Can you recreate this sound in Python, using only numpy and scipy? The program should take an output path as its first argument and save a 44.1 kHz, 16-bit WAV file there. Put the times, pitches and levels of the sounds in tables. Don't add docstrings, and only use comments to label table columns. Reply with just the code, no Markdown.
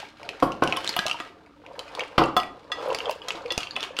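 import sys
import numpy as np
from scipy import signal
from scipy.fft import rfft, irfft, next_fast_len
from scipy.io import wavfile
from scipy.ndimage import uniform_filter1d

SR = 44100
rng = np.random.default_rng(int(sys.argv[2]) if len(sys.argv) > 2 else 0)


def unload_wav(signal):
    wavfile.write(
        sys.argv[1],
        SR,
        np.round(np.clip(np.atleast_2d(signal).T, -1, 1) * 32767).astype(np.int16),
    )


N = 176400

# frequency in Hz, t60 in seconds.
KITCHEN_DECAY = [(100, 0.77), (400, 0.49), (1200, 0.39), (3000, 0.3), (8000, 0.29), (15000, 0.17)]
# frequency in Hz, relative level in dB.
ROOM_TONE_COLOUR = [(22, -60), (44, -3.5), (263, -5.5), (293, 8), (326, -4.5), (1890, -61), (3620, -27.5),
                    (16000, -51)]
FIZZ_COLOUR = [(200, -32), (700, 1.5), (1200, 10), (1800, 7), (2800, 6.5), (4800, -1.5), (7000, -14),
               (11000, -20), (16000, -30)]
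SNAP_COLOUR = [(100, -15.5), (400, 6), (800, 7), (1700, 1.5), (2800, 1), (4700, 8.5), (7000, -2),
               (11000, -10), (16000, -25)]
POT_EDGE_COLOUR = [(200, -3.5), (1200, -13), (2000, 8), (2900, 8.5), (4200, -2), (5000, -0.5), (7000, -18),
                   (15000, -25.5)]
# time in seconds, level in dB.
CRACKLE_LEVEL = [(0, -42), (.14, -64), (.2, -56), (.4, -53.5), (.6, -57.5), (.68, -43.5), (.8, -41),
                 (1.14, -46.5), (1.26, -49.5), (1.35, -67.5), (1.58, -68), (1.8, -55), (1.92, -54),
                 (2.02, -46), (2.1, -55.5), (2.68, -64), (2.83, -42), (3.1, -49), (3.19, -59), (3.34, -44),
                 (3.43, -59.5), (3.62, -42.5), (3.73, -57.5), (3.84, -38.5), (3.93, -69), (4, -33.5)]
BROTH_LEVEL = [(0, -41.5), (.06, -61), (.15, -61), (.22, -45.5), (.6, -53), (.78, -43.5), (1.25, -54),
               (1.4, -57.5), (1.6, -60.5), (1.68, -47), (2.0, -48), (2.6, -58), (2.9, -44), (3.2, -51),
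               (3.33, -43.5), (3.7, -49), (4, -50)]
SCRAPE_LEVEL = [(1.62, -57), (1.74, -51), (1.81, -36.5), (1.87, -72), (1.95, -35), (2.03, -31), (2.07, -57),
                (2.15, -41.5), (2.25, -67), (2.74, -46), (2.82, -35), (2.91, -30.5), (2.98, -43),
                (3.08, -27), (3.2, -58), (3.26, -43), (3.37, -46.5), (3.45, -46.5), (3.52, -37)]
# start in seconds, level in dB, pitch in Hz, t60 in seconds, relative snap in dB.
SHELL_CLACKS = [(.001, -46.5, 2910, 0.12, 13.5), (.231, -31.5, 2370, 0.0088, -3.5),
                (0.2906, -16.5, 2580, 0.0067, -8.5), (0.401, -35.5, 2150, 0.013, 3),
                (0.52, -27.5, 2710, 0.014, -1.5), (0.637, -20.5, 3060, 0.013, 3),
                (0.6751, -16.5, 2750, 0.011, -6), (0.7245, -12.5, 2596, 0.015, -13),
                (0.764, -26, 3220, 0.022, -15), (0.771, -24.5, 3020, 0.021, 4),
                (0.845, -17.5, 3100, 0.0046, -4), (0.866, -30, 4120, .012, 5),
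                (0.8759, -13, 3750, 0.0073, -35), (0.8919, -25, 4310, 0.035, 12.5),
                (.9403, -26, 2980, 0.01, -15), (0.965, -19.5, 2900, 0.029, -22),
                (0.9909, -13, 3100, 0.01, 0), (1.065, -25.5, 2660, 0.047, 14),
                (1.082, -19.5, 3060, 0.0094, -0.5), (1.097, -25, 2660, 0.034, 2),
                (1.1125, -15.5, 2790, 0.022, -6.5), (1.13, -32, 2900, 0.018, 3),
                (1.2009, -21, 2520, 0.0053, -4.5), (1.462, -48, 2250, 0.022, -3),
                (1.6639, -33, 2450, 0.0077, -12), (1.7922, -30, 3065, 0.023, 8.5),
                (1.8798, -40, 2520, 0.026, -4), (1.95, -31, 3390, 0.016, 5),
                (1.9941, -24.5, 2257, 0.035, 2.5), (2.007, -18.5, 2820, 0.014, -26),
                (2.036, -27, 2160, 0.012, -8), (2.2377, -24, 2730, 0.032, -1),
                (2.4, -22.5, 2840, 0.013, -2), (2.433, -18.5, 2320, 0.0055, -16),
                (2.903, -30.5, 2730, 0.038, -11), (2.929, -33, 3060, 0.013, 4),
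                (2.9472, -22.5, 2300, 0.014, 8.5), (2.9866, -24, 2840, 0.011, 1.5),
                (3.0038, -22.5, 2780, 0.02, -24), (3.0565, -23, 3170, 0.013, -28),
                (3.0952, -27, 2610, 0.023, 1.5), (3.1114, -28, 2760, 0.024, 4),
                (3.218, -35, 2950, 0.036, -15), (3.2847, -28, 3260, 0.031, 11),
                (3.3057, -15.5, 2660, 0.012, -11), (3.46, -31, 2480, 0.011, -2),
                (3.521, -24, 2770, 0.024, 7), (3.5779, -19, 2590, 0.02, 8), (3.605, -26.5, 2885, 0.031, -1),
                (3.6316, -23.5, 2750, 0.016, -12), (3.671, -28, 2770, 0.021, -15),
                (3.709, -24.5, 4370, 0.013, -33), (3.7639, -19.5, 2616, 0.037, -5.5),
                (3.8061, -31.5, 3540, 0.051, 5), (3.8292, -19.5, 3160, 0.0089, -2.5),
                (3.837, -27, 2850, .035, 2), (3.9667, -29.5, 2740, 0.033, 0.5),
                (3.9884, -16, 2900, 0.018, 2.5)]
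# ratio to the clack's pitch, relative level in dB.
SHELL_MODES = [(0.423, -9), (0.822, -9.5), (0.998, 2.5), (1.111, -3), (1.551, -14.5), (2.3, -26)]
# start in seconds, level in dB, pitch in Hz, t60 in seconds.
WALL_SLIPS = [(.029, -24, 840, 0.02), (2.860, -17, 557, 0.025), (2.885, -21, 525, 0.056),
              (2.914, -14, 968, 0.02), (3.0935, -11, 610, 0.018), (3.0945, -11, 943, 0.016),
              (3.452, -28.5, 487, 0.13), (3.906, -29, 526, 0.04)]
CLUMP_LANDINGS = [(.772, -27, 1076, 0.076), (.990, -32, 203, 0.048), (1.056, -27.5, 641, 0.055),
                  (1.144, -33.5, 948, 0.059), (1.203, -37, 304, 0.064), (3.5778, -18.5, 222, 0.007),
                  (3.579, -34, 65, 0.021)]
# start in seconds, knock, boom and hard edge in dB, rise in seconds.
POT_BUMPS = [(0.4241, -13, -37, -25, 0.0012), (0.621, -13.5, -37, -23.5, 0.0026),
             (2.179, -13, -30, -13, 0.0015), (2.2144, -14.5, -39.5, -28.5, 0.0025),
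             (2.3659, -23, -63, -27, 0.00068)]
# nominal frequency in Hz, relative level in dB.
KNOCK_MODES = [(200, -11.5), (325, 1), (470, 1), (600, 3), (760, 3), (930, 1.5), (1050, 3), (1190, 6.5),
               (1320, -2.5), (1450, 1)]
BOARD_MODES = [(48, -0.5), (72, -4), (134, 4.5), (163, 5), (207, 0.5), (270, -3.5), (321, 11.5), (350, 9)]
# start in seconds, level in dB, most excited pitch in Hz,
# width of that band in octaves, factor on the ring time.
DISH_BLOWS = [(0.425, -28.5, 9800, 0.35, 1.2), (0.7247, -29, 1240, 1.1, 0.27),
              (0.9654, -22.5, 1300, 5.5, 0.19), (0.989, -10.5, 1620, 0.14, 0.52),
              (1.0645, -32, 1470, 2.7, 0.3), (1.2012, -27, 1750, 0.72, 0.25),
              (2.181, -19.5, 1100, 0.76, 0.63), (2.3658, -18, 1110, 7.4, 0.41),
              (2.7178, -19, 3130, 1, 0.37), (3.283, -29, 1960, 1.2, 0.2), (3.505, -18.5, 3340, 0.64, 0.37),
              (3.578, -36, 1110, 0.45, 0.64), (3.757, -26, 3400, 0.27, 0.55),
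              (3.772, -27.5, 890, 1.6, 0.11)]
# frequency in Hz, relative level in dB, base t60 in seconds.
DISH_MODES = [(367, -13.5, 0.42), (727, 4.5, 0.16), (1040, 0.5, 0.12), (1228, -3.5, 0.44), (1295, -4, 0.29),
              (1423, -23, 0.16), (1650, -8.5, 0.12), (1945, -7.5, 0.27), (2760, -2.5, 0.043),
              (3424, -1.5, 0.15), (4410, -14.5, 0.078), (4350, -11, 0.1), (5040, -14, 0.19),
              (6190, -22.5, 0.15), (7220, -20, 0.11), (14900, -18, 0.076)]
# start in seconds, level in dB, pitch in Hz.
EDGE_FLICKS = [(0.768, -28, 10500), (0.876, -24.5, 7650), (0.965, -22.5, 11500), (1.208, -38, 7000),
               (2.079, -49, 7900), (2.258, -37, 7600), (2.885, -43, 11700), (2.928, -38, 6800),
               (3.108, -33.5, 12900), (3.153, -48, 8240), (3.32, -34, 7500)]
# frequency in Hz, width in Hz, relative level in dB.
POT_RESONANCES = [(470.4, 57, -4), (564, 135, -6.5), (666, 195, -9.5), (963, 410, -10), (983, 68, -5)]

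SHELL_RISE_S, SNAP_T60, SHELL_WET_DB = 0.00025, 0.011, -7
EVENT_T = np.arange(SR // 2) / SR


def amp(db):
    return 10 ** (np.asarray(db) / 20)


def unit_rms(x):
    return x / np.sqrt(np.mean(x ** 2) + 1e-20)


def along(points, hz):
    freqs, values = np.transpose(points)
    return np.interp(np.log(hz + 1), np.log(freqs + 1), values)


def envelope(rows):
    times, db = np.transpose(rows)
    return amp(np.interp(np.arange(N) / SR, times, db, left=-120, right=-120))


def fade(t60):
    return np.exp(-np.log(1000) * EVENT_T / t60)


def rise(rise_s):
    return 1 - np.exp(-EVENT_T / rise_s)


def ping(hz, t60):
    return np.sin(2 * np.pi * hz * EVENT_T) * fade(t60)


def polarity(count=None):
    return rng.choice([-1, 1], count)


def add(out, start, x):
    i = round(start * SR)
    out[i:i + len(x)] += x[:N - i]


def coloured(x, colour):
    size = 4096
    cepstrum = irfft(np.log(amp(along(colour, np.fft.rfftfreq(size, 1 / SR)))))
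    cepstrum[1:size // 2] *= 2
    cepstrum[size // 2 + 1:] = 0
    response = irfft(np.exp(rfft(cepstrum)))
    return signal.fftconvolve(x, response / np.linalg.norm(response))[:len(x)]


def burst(colour, t60):
    puff = coloured(rng.standard_normal(SR // 2) * fade(t60), colour)
    return puff * np.linalg.norm(fade(t60)) / np.linalg.norm(puff) / np.sqrt(2)


def grains(per_s, spread_db):
    size = amp(spread_db * np.minimum(rng.exponential(size=N), 4))
    return (rng.random(N) < per_s / SR) * size * polarity(N)


def scatter(count):
    return np.column_stack([rng.random(count) * N / SR, rng.standard_normal((count, 2))])


def clicks(centre_hz, spread, t60, spread_db, count):
    out = np.zeros(N)
    shape = (fade(t60) * rise(SHELL_RISE_S))[:SR // 20]
    for start, size, pitch in scatter(count):
        step = 2 * np.pi * centre_hz * np.exp(spread * np.tanh(pitch)) / SR
        jitter = uniform_filter1d(rng.standard_normal(len(shape)), size=5)
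        phase = np.cumsum(step + np.sqrt(0.3 * step) * jitter)
        add(out, start, amp(spread_db * min(size, 2)) * shape * np.sin(phase))
    return unit_rms(out)


def kitchen(x, wet_db):
    hz, t, spectra = signal.stft(rng.standard_normal(SR // 2), SR, nperseg=256)
    decay = np.exp(-np.log(1000) * t / along(KITCHEN_DECAY, hz)[:, None])
    tail = signal.istft(spectra * decay, SR)[1][:SR // 2]
    early_boost = 1 + amp(8.5) * fade(t60=0.034)
    tail = tail * early_boost * (EVENT_T > 0.003)
    return x + amp(wet_db) * signal.fftconvolve(x, tail / np.linalg.norm(tail))[:len(x)]


def blunt_contacts(rows, rise_s, wet_db):
    out = np.zeros(N)
    for start, db, hz, t60 in rows:
        add(out, start, kitchen(2 * amp(db) * ping(hz, t60) * rise(rise_s), wet_db))
    return out


def room_tone(hum_hz=312):
    air = unit_rms(coloured(rng.standard_normal(N), ROOM_TONE_COLOUR))
    hum = np.sqrt(2) * np.sin(2 * np.pi * hum_hz * np.arange(N) / SR)
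    return amp(-57.5) * air + amp(-64.5) * hum


def wet_crackle():
    fizz = unit_rms(coloured(grains(per_s=1100, spread_db=4), FIZZ_COLOUR))
    jostle = clicks(centre_hz=2907, spread=0.42, t60=0.019, spread_db=13.5, count=1000)
    ticks = clicks(centre_hz=6870, spread=0.464, t60=0.01, spread_db=4, count=600)
    heap = unit_rms(fizz + amp(-4.5) * jostle + amp(-23.5) * ticks)
    return kitchen(heap * envelope(CRACKLE_LEVEL), wet_db=-2)


def broth(centre_hz=868, centre_t60=0.035, spread_db=1):
    out, t = np.zeros(N), EVENT_T[:SR // 20]
    for start, size, pitch in scatter(count=700):
        hz = centre_hz * np.exp(0.4264 * pitch)
        age = t * hz / centre_hz / centre_t60
        bubble = np.sin(2 * np.pi * hz * t * (1 + 0.07 * age)) * np.exp(-np.log(1000) * age)
        add(out, start, amp(spread_db * size) * bubble)
    return kitchen(unit_rms(out) * envelope(BROTH_LEVEL), wet_db=-5)


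def shell_clacks():
    out = np.zeros(N)
    for start, db, hz, t60, snap_db in SHELL_CLACKS:
        ring = sum(amp(mode_db) * polarity() * ping(hz * ratio ** rng.uniform(0.84, 1.25), t60)
                   for ratio, mode_db in SHELL_MODES)
        snap = amp(snap_db) * burst(SNAP_COLOUR, SNAP_T60)
        clack = amp(db) * (ring + snap) * rise(SHELL_RISE_S)
        add(out, start, kitchen(clack, SHELL_WET_DB))
    return out


def wall_slips():
    return blunt_contacts(WALL_SLIPS, rise_s=0.003, wet_db=-11)


def pot_bumps():
    out = np.zeros(N)
    for start, knock_db, boom_db, edge_db, rise_s in POT_BUMPS:
        knock = sum((-1) ** k * amp(db) * ping(hz * rng.uniform(0.891, 1.038), t60=0.031)
                    for k, (hz, db) in enumerate(KNOCK_MODES))
        boom = sum(polarity() * amp(db) * ping(hz * rng.uniform(0.98, 1.03), t60=0.34)
                   for hz, db in BOARD_MODES)
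        blow = amp(knock_db) * knock + amp(edge_db) * burst(POT_EDGE_COLOUR, t60=0.056)
        add(out, start, kitchen(blow, wet_db=-3.5) * rise(rise_s))
        add(out, start, amp(boom_db) * boom * rise(0.0015))
    return out


def dish_rings():
    out = np.zeros(N)
    upper_modes = [(hz, -28.5, 0.14) for hz in rng.uniform(5130, 16070, size=36)]
    for start, db, centre_hz, octaves, ring_factor in DISH_BLOWS:
        def favoured(hz):
            return np.exp(-0.5 * (np.log2(hz / centre_hz) / octaves) ** 2)

        ring = sum(amp(mode_db) * favoured(hz) * polarity() * ping(hz, t60 * ring_factor)
                   for hz, mode_db, t60 in list(DISH_MODES) + upper_modes)
        crack_spectrum = rfft(burst(SNAP_COLOUR, t60=0.04), SR)
        crack = irfft(crack_spectrum * favoured(np.fft.rfftfreq(SR, 1 / SR) + 1))[:len(ring)]
        blow = amp(db) * (ring + amp(-14) * crack) * rise(SHELL_RISE_S)
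        add(out, start, kitchen(blow, wet_db=-3))
    return out


def edge_flicks():
    out = np.zeros(N)
    for start, db, hz in EDGE_FLICKS:
        colour = [(hz / 2, -19), (hz, 0), (hz * 2, -38)]
        add(out, start, kitchen(amp(db) * burst(colour, SNAP_T60), SHELL_WET_DB))
    return out


def clump_landings():
    return blunt_contacts(CLUMP_LANDINGS, rise_s=0.00005, wet_db=-16.5)


def pot_scrape(cutoff_hz=1500):
    f = np.fft.rfftfreq(N, 1 / SR)
    body = sum((-1) ** k * amp(db) * 1j * f * width / (hz * hz - f * f + 1j * f * width)
               for k, (hz, width, db) in enumerate(POT_RESONANCES))
    slips = grains(per_s=340, spread_db=4)
    rub = unit_rms(irfft(rfft(slips) * body / (1 + (f / cutoff_hz) ** 4), N))
    return kitchen(rub * envelope(SCRAPE_LEVEL), wet_db=-28)


def scene():
    contacts = clump_landings() + wall_slips() + pot_bumps() + dish_rings() + shell_clacks()
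    return (contacts + edge_flicks() + pot_scrape() + wet_crackle() + broth() + room_tone())[None]


def record(dry):
    size = next_fast_len(N + SR // 2)
    passband = np.fft.rfftfreq(size, 1 / SR) < 16100
    return irfft(rfft(dry, size) * passband, size)[:, :N]


dry = scene()
out = record(dry)
unload_wav(out)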